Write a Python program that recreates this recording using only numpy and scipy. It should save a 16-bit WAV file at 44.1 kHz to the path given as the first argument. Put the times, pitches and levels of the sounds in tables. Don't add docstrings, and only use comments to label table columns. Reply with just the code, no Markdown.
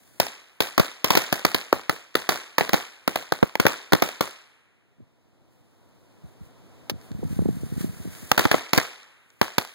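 import sys
import numpy as np
from scipy import signal
from scipy.io import wavfile
from scipy.ndimage import uniform_filter1d

SR = 44100
rng = np.random.default_rng(int(sys.argv[2]) if len(sys.argv) > 2 else 0)


def digitize_waveform(pressure):
    field = np.atleast_2d(pressure).T
    bounded = np.clip(field, -1, 1)
    quanta = np.round(bounded * 32767).astype(np.int16)
    wavfile.write(sys.argv[1], SR, quanta)


N = 429534
BURST_SAMPLES = 900


def from_db(db):
    return 10 ** (np.asarray(db) / 20)


def rms_one(x):
    return x / np.sqrt(np.mean(x ** 2, axis=-1, keepdims=True) + 1e-20)


def band(x, low_hz, high_hz):
    return signal.sosfilt(signal.butter(2, [low_hz, high_hz], "band", fs=SR, output="sos"), x)


def lumps(depth_db, low_hz, high_hz, length=N):
    return from_db(depth_db * rms_one(band(rng.standard_normal(length), low_hz, high_hz)))


def at_hz(points, hz, axis=1):
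    points = np.array(points)
    return np.interp(np.log(hz), np.log(points[:, 0]), points[:, axis])


def add(out, x, start_s):
    i = round(start_s * SR)
    out[..., i:i + x.shape[-1]] += x[..., :N - i]


def pair(shared, own, alike):
    alike = np.clip(alike, -.98, .98)
    return np.sqrt((1 + alike) / 2) * shared + np.sqrt((1 - alike) / 2) * own * [[1], [-1]]


def dying(feed, t60_s):
    return signal.lfilter([1], [1, -from_db(-120 / (t60_s * SR))], feed + 1e-18)


SINK_DB, RECOVER_DB_PER_S, QUIET_BEFORE_S = -21.5, 7.5, 1.4


def background_sink_db():
    t = np.arange(N) / SR
    blast_s = np.r_[-QUIET_BEFORE_S, np.transpose(BANGS)[0]]
    since_s = t - blast_s[np.searchsorted(blast_s, t, side="right") - 1]
    return np.minimum(SINK_DB + RECOVER_DB_PER_S * since_s, 0)


# centre_hz, likeness (-1 to 1)
LIKENESS = [(100, 0.56), (400, 0.83), (1000, 0.067), (2500, 0.013)]


def noise_bands():
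    edges_hz = 45 * 2 ** np.arange(0, 8.6, .5)
    white = rng.standard_normal((2, 2, N))
    for k, (low_hz, high_hz) in enumerate(zip(edges_hz, edges_hz[1:])):
        centre_hz = np.sqrt(low_hz * high_hz)
        shared, own = band(white[k % 2], low_hz, high_hz)
        yield centre_hz, pair(shared, own, at_hz(LIKENESS, centre_hz))


# centre_hz, relative_db (density)
FIELD = [(50, -4), (100, 11), (160, 1.5), (250, 6.5), (400, -0.5), (700, -4.5), (1500, -14.5), (3000, -17),
         (6000, -24), (15000, -32)]


def field_power(hz, field_db):
    return from_db(2 * (field_db + at_hz(FIELD, hz) + 15.5))


# time_s, hiss_db (relative)
BURN = [(0, -51.5), (4.2, -53.5), (4.6, -85), (5.5, -80), (5.6, -66.5), (6.9, -74.5), (7.17, -64),
        (7.3, -55), (8.0, -52.5), (8.3, -48), (9.0, -66.5), (9.74, -38.5)]
# centre_s, boost_db (above the hiss)
FLARES = [(5.52, 15), (6.29, 9), (6.45, 11), (7.04, 9), (7.34, 4), (7.82, 10), (8.16, 2.5)]
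FLARE_S = 0.045


def fuse_level_db():
    t = np.arange(N) / SR
    burn_s, burn_db = np.transpose(BURN)
    level_db = np.interp(t, burn_s, burn_db)
    for centre_s, boost_db in FLARES:
        level_db = level_db + boost_db * np.exp(-((t - centre_s) / FLARE_S) ** 2)
    return level_db


# centre_hz, relative_db (density)
FUSE = [(600, -21), (1500, 2.5), (3400, -3.5), (5500, -5), (9500, -2), (12400, -12.5), (15500, 2)]


def fuse_power(hz, fuse_db, spit):
    if hz <= FUSE[0][0]:
        return 0
    return (spit * from_db(fuse_db + at_hz(FUSE, hz) + 3.5)) ** 2


WAKE_DB, WAKE_T60_S, WAKE_SPREAD_S = -11, 0.33, 0.062
WIND_CUT_HZ, LEFT_WIND_DB = 890, -21


def to_capsules(wind):
    dull = signal.sosfilt(signal.butter(2, WIND_CUT_HZ, fs=SR, output="sos"), wind)
    return dull * from_db([[LEFT_WIND_DB], [0]])


def wind_rumble(breeze_db):
    feed = np.zeros(N)
    for centre_s, level_db, _ in PUFFS:
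        feed[round(centre_s * SR)] = from_db(2 * (level_db + WAKE_DB))
    wake_power = np.abs(uniform_filter1d(dying(feed, WAKE_T60_S), round(WAKE_SPREAD_S * SR)))
    envelope = np.sqrt(wake_power + from_db(2 * breeze_db))
    low_noise = rms_one(band(band(rng.standard_normal(N), 70, 190), 60, 280))
    return to_capsules(envelope * lumps(4, 10, 40) * low_noise)


def blast(thump_db, body_db, crack_db, body_hz, alike, length_ms):
    t = np.arange(BURST_SAMPLES) / SR
    decay_s = 0.7 * length_ms / 1000
    ragged = lumps(3, 200, 1000, (2, len(t)))
    gate = np.minimum(t / .0007, 1) ** 2 * np.exp(-(t / decay_s) ** 0.99) * ragged
    noise = rng.standard_normal((6, len(t)))

    swing = np.sin(2 * np.pi * 330 * t / (1 + t / .008)) * np.exp(-t / .003)
    wobble = band(noise[0] * np.exp(-t / .004), 100, 480)
    thump = pair(rms_one(band(swing, 47, 730)), rms_one(wobble), alike)

    low_body = band((1.5 * noise[1] + noise[2:4]) * gate, body_hz / 2.8, body_hz)
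    high_body = band(noise[2:4] * gate, body_hz, body_hz * 2.26)
    body = rms_one(0.86 * low_body + high_body)

    low_crack = band(noise[4:] * gate, 2200, 6000)
    high_crack = band(noise[4:] * gate, 7500, 17000)
    crack = rms_one(low_crack + from_db(-7) * high_crack)

    bright = from_db(body_db) * body + from_db(crack_db) * crack
    direct = (from_db(thump_db) * thump + bright) / np.sqrt(2)
    return direct, bright


# start_s,
# thump_db, body_db, crack_db, body_hz, tail_db (levels relative)
BANGS = [(0.1998, -19, -16.5, -17.5, 1080, -37.5), (0.6046, -21, -21, -21, 1090, -40),
         (0.621, -41.5, -34, -31.5, 1060, -45), (0.7789, -19, -17, -23, 860, -38),
         (0.7971, -11.5, -19.5, -21.5, 720, -41), (1.0438, -21, -20, -20.5, 1440, -38),
         (1.1044, -19.5, -17.5, -20.5, 1310, -33.5), (1.152, -20, -20, -22, 1160, -34.5),
         (1.1724, -16, -22.5, -20.5, 1260, -39.5), (1.326, -17.5, -19.5, -21.5, 786, -39),
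         (1.4498, -16, -16, -19, 1020, -38.5), (1.5455, -23, -21.5, -22.5, 1270, -40.5),
         (1.7273, -23, -8, -26.5, 647, -42), (1.8952, -21, -18.5, -26, 750, -43),
         (2.1532, -25, -15, -21, 755, -40), (2.2907, -24, -19, -21, 856, -35),
         (2.5821, -24.5, -16, -21, 844, -37), (2.609, -24.5, -19, -40, 1020, -44),
         (2.6925, -35, -28.5, -32, 890, -53.5), (2.7321, -19.5, -22, -23, 950, -39.5),
         (2.7416, -18.5, -22, -26, 960, -41.5), (3.077, -23.5, -16, -25, 650, -43.5),
         (3.1576, -30.5, -22.5, -28, 1050, -43), (3.322, -20, -18.5, -28, 745, -45.5),
         (3.428, -3, -17.5, -28.5, 734, -48), (3.554, -31, -23.5, -34.5, 1170, -56.5),
         (3.599, -14.5, -19, -22, 1130, -40.5), (3.6534, -10.5, -16.5, -31.5, 650, -39),
         (3.6655, -22, -14, -20.5, 970, -37.5), (3.922, -24, -20, -32, 720, -42.5),
         (3.9328, -9.5, -9, -15.5, 615, -43), (3.9496, -21.5, -23, -32, 656, -49.5),
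         (4.0221, -19, -17, -23, 930, -37), (4.208, -21.5, -20.5, -24.5, 645, -40),
         (8.3156, -16, -11, -15, 1343, -44.5), (8.3774, -20, -17.5, -22, 820, -33),
         (8.3933, -23, -18.5, -24, 785, -42.5), (8.453, -14, -17, -29.5, 740, -45.5),
         (8.5139, -20.5, -18, -23.5, 1040, -36), (8.5427, -20, -15, -39.5, 606, -43.5),
         (8.7326, -16.5, -18.5, -20.5, 1140, -34.5), (8.7767, -14.5, -21, -19.5, 795, -45.5),
         (8.7831, -24, -19, -29.5, 900, -41), (9.4138, -14, -17, -25, 1220, -40.5),
         (9.582, -15.5, -20, -20.5, 1300, -43.5)]
THUMP_ALIKE, ALIKE_SPREAD = -.1, 0.66
BURST_SCALE_MS, BURST_DOUBLES_DB, USUAL_TAIL_DB = 4.4, 16, -22


def bangs():
    out = np.zeros((2, N))
    sides = rng.standard_normal(len(BANGS))
    for (start_s, thump_db, body_db, crack_db, body_hz, tail_db), side in zip(BANGS, sides):
        excess_db = tail_db - body_db - USUAL_TAIL_DB
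        length_ms = BURST_SCALE_MS * 2 ** (excess_db / BURST_DOUBLES_DB)
        alike = THUMP_ALIKE + ALIKE_SPREAD * side
        direct, bright = blast(thump_db, body_db, crack_db, body_hz, alike, length_ms)
        add(out, direct, start_s - .0006)
        add_wall_returns(out, bright, start_s, tail_db)
    return out


# delay_s, relative_db (above the tail level)
ECHOES = [(.0140, -1), (.0175, -4), (.0300, -3.5), (.0380, -6), (.0665, -3)]


def add_wall_returns(out, bright, start_s, tail_db):
    t = np.arange(BURST_SAMPLES) / SR
    snap = rms_one(band(bright * np.exp(-t / .002), 450, 12000))
    for delay_s, relative_db in ECHOES:
        add(out, from_db(tail_db + relative_db + rng.normal(0, 1.5)) * snap, start_s + delay_s)


def tail_feed(hz):
    start_s, _, body_db, crack_db, _, tail_db = np.transpose(BANGS)
    tilt_db = 0.071 * (crack_db - body_db + 13.0) * np.log2(hz / 1500)
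    feed = np.zeros(N)
    feed[np.round((start_s + .011) * SR).astype(int)] = from_db(2 * (tail_db + tilt_db))
    return uniform_filter1d(feed, size=300) * 300


# centre_hz, relative_db (density), near_t60_s, far_t60_s
TAIL = [(100, 2.5, 0.2, 0.18), (302, 4, 0.23, 0.81), (804, -5.5, 0.38, 1.3), (1450, -8.5, .5, 1.9),
        (2350, -10, 0.6, 2.1), (4400, -17.5, 0.64, 1), (9340, -22, 0.4, 1.3), (15800, -20.5, 0.19, 0.42)]
FAR_DB = -17


def scattered_power(hz, grain):
    feed = tail_feed(hz)
    patchy = lumps(2.1, 16, 60)
    near = dying(feed, at_hz(TAIL, hz, axis=2)) * (grain * patchy) ** 2
    far = dying(feed, at_hz(TAIL, hz, axis=3)) * from_db(2 * FAR_DB)
    return (near + far) * from_db(2 * (at_hz(TAIL, hz) - 5))


def open_air(field_db, fuse_db):
    spit = lumps(1.5, 8, 60)
    grain = lumps(2.6, 40, 250)
    out = 0
    for hz, noise in noise_bands():
        power = scattered_power(hz, grain) + field_power(hz, field_db) + fuse_power(hz, fuse_db, spit)
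        out = out + np.sqrt(power) * noise
    return out


# start_s, level_db (relative)
TICKS = [(2.143, -33), (7.013, -39), (7.117, -36), (8.150, -35), (8.6935, -31), (9.0314, -37.5),
         (9.303, -39)]


def paper_ticks():
    out = np.zeros((2, N))
    t = np.arange(BURST_SAMPLES) / SR
    for start_s, level_db in TICKS:
        noise = rng.standard_normal((2, len(t))) * np.exp(-t / 0.0012)
        add(out, from_db(level_db) * band(noise, 600, 5000), start_s)
    return out


# centre_s, level_db (relative), nominal_hz (pitch glides round it)
PUFFS = [(5.006, -43, 208), (6.246, -35, 130.4), (6.416, -35, 126), (6.918, -28, 190), (6.942, -31, 154),
         (7.116, -27, 159), (7.15, -25, 109), (7.194, -30.5, 183), (7.232, -22.5, 303), (7.252, -16.5, 128),
         (7.31, -27, 127), (7.329, -20.5, 139), (7.392, -9, 164), (7.422, -18, 190), (7.458, -13, 226),
         (7.489, -13.5, 262), (7.57, -23.5, 149), (7.635, -20, 170), (7.725, -20.5, 146),
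         (7.779, -19.5, 140), (7.809, -23, 167), (7.845, -15, 206), (8.003, -30, 133), (8.055, -29, 235),
         (8.077, -26, 156), (8.231, -35, 167)]
PUFF_SCALE_MS, PUFF_HALVES_DB, USUAL_PUFF_DB = 11.6, 10, -27.5


def wind_puffs():
    out = np.zeros(N)
    t = np.arange(-800, 1600) / SR
    for centre_s, level_db, nominal_hz in PUFFS:
        length_ms = PUFF_SCALE_MS * 2 ** ((USUAL_PUFF_DB - level_db) / PUFF_HALVES_DB)
        width_s = length_ms / 1000 * np.where(t < 0, .4, 1.1)
        swell = np.exp(-np.abs(t / width_s) ** 1.4)
        glide_s = .55 * t + .004 * np.tanh((t + .002) / .004)
        phase = 2 * np.pi * (nominal_hz * glide_s + rng.random())
        rocking = np.sin(phase) + .2 * swell * np.sin(2 * phase)
        add(out, np.sqrt(2) * from_db(level_db) * swell * rocking, centre_s + t[0])
    return to_capsules(out)


# start_s, thump_db, body_db, crack_db, body_hz, likeness, length_ms (decay scale)
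DROP = [(6.8962, -49, -30.5, -29, 820, 0.72, 7.3)]


def bundle_drop():
    out = np.zeros((2, N))
    for start_s, *shape in DROP:
        direct, _ = blast(*shape)
        add(out, direct, start_s)
    return out


FIELD_DB, BREEZE_DB = -54, -57


def scene():
    sink_db = background_sink_db()
    air = open_air(FIELD_DB + sink_db, fuse_level_db() + sink_db)
    wind = wind_rumble(BREEZE_DB + sink_db) + wind_puffs()
    return air + wind + bangs() + paper_ticks() + bundle_drop()


OVERLOAD = .6
CAPSULE_LAG_SAMPLES, CUTOFF_HZ = 16, 16400


def record(dry):
    capsules = OVERLOAD * np.tanh(dry / OVERLOAD)
    capsules = signal.sosfilt(signal.butter(1, 35, "high", fs=SR, output="sos"), capsules)
    other = np.pad(capsules[::-1], ((0, 0), (CAPSULE_LAG_SAMPLES, 0)))[:, :N]
    aimed = np.clip(capsules - .985 * other, -.85, .85)
    top_cut = signal.cheby2(16, 60, CUTOFF_HZ, fs=SR, output="sos")
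    return np.clip(signal.sosfilt(top_cut, aimed), -1, 1)


dry = scene()
out = record(dry)
digitize_waveform(out)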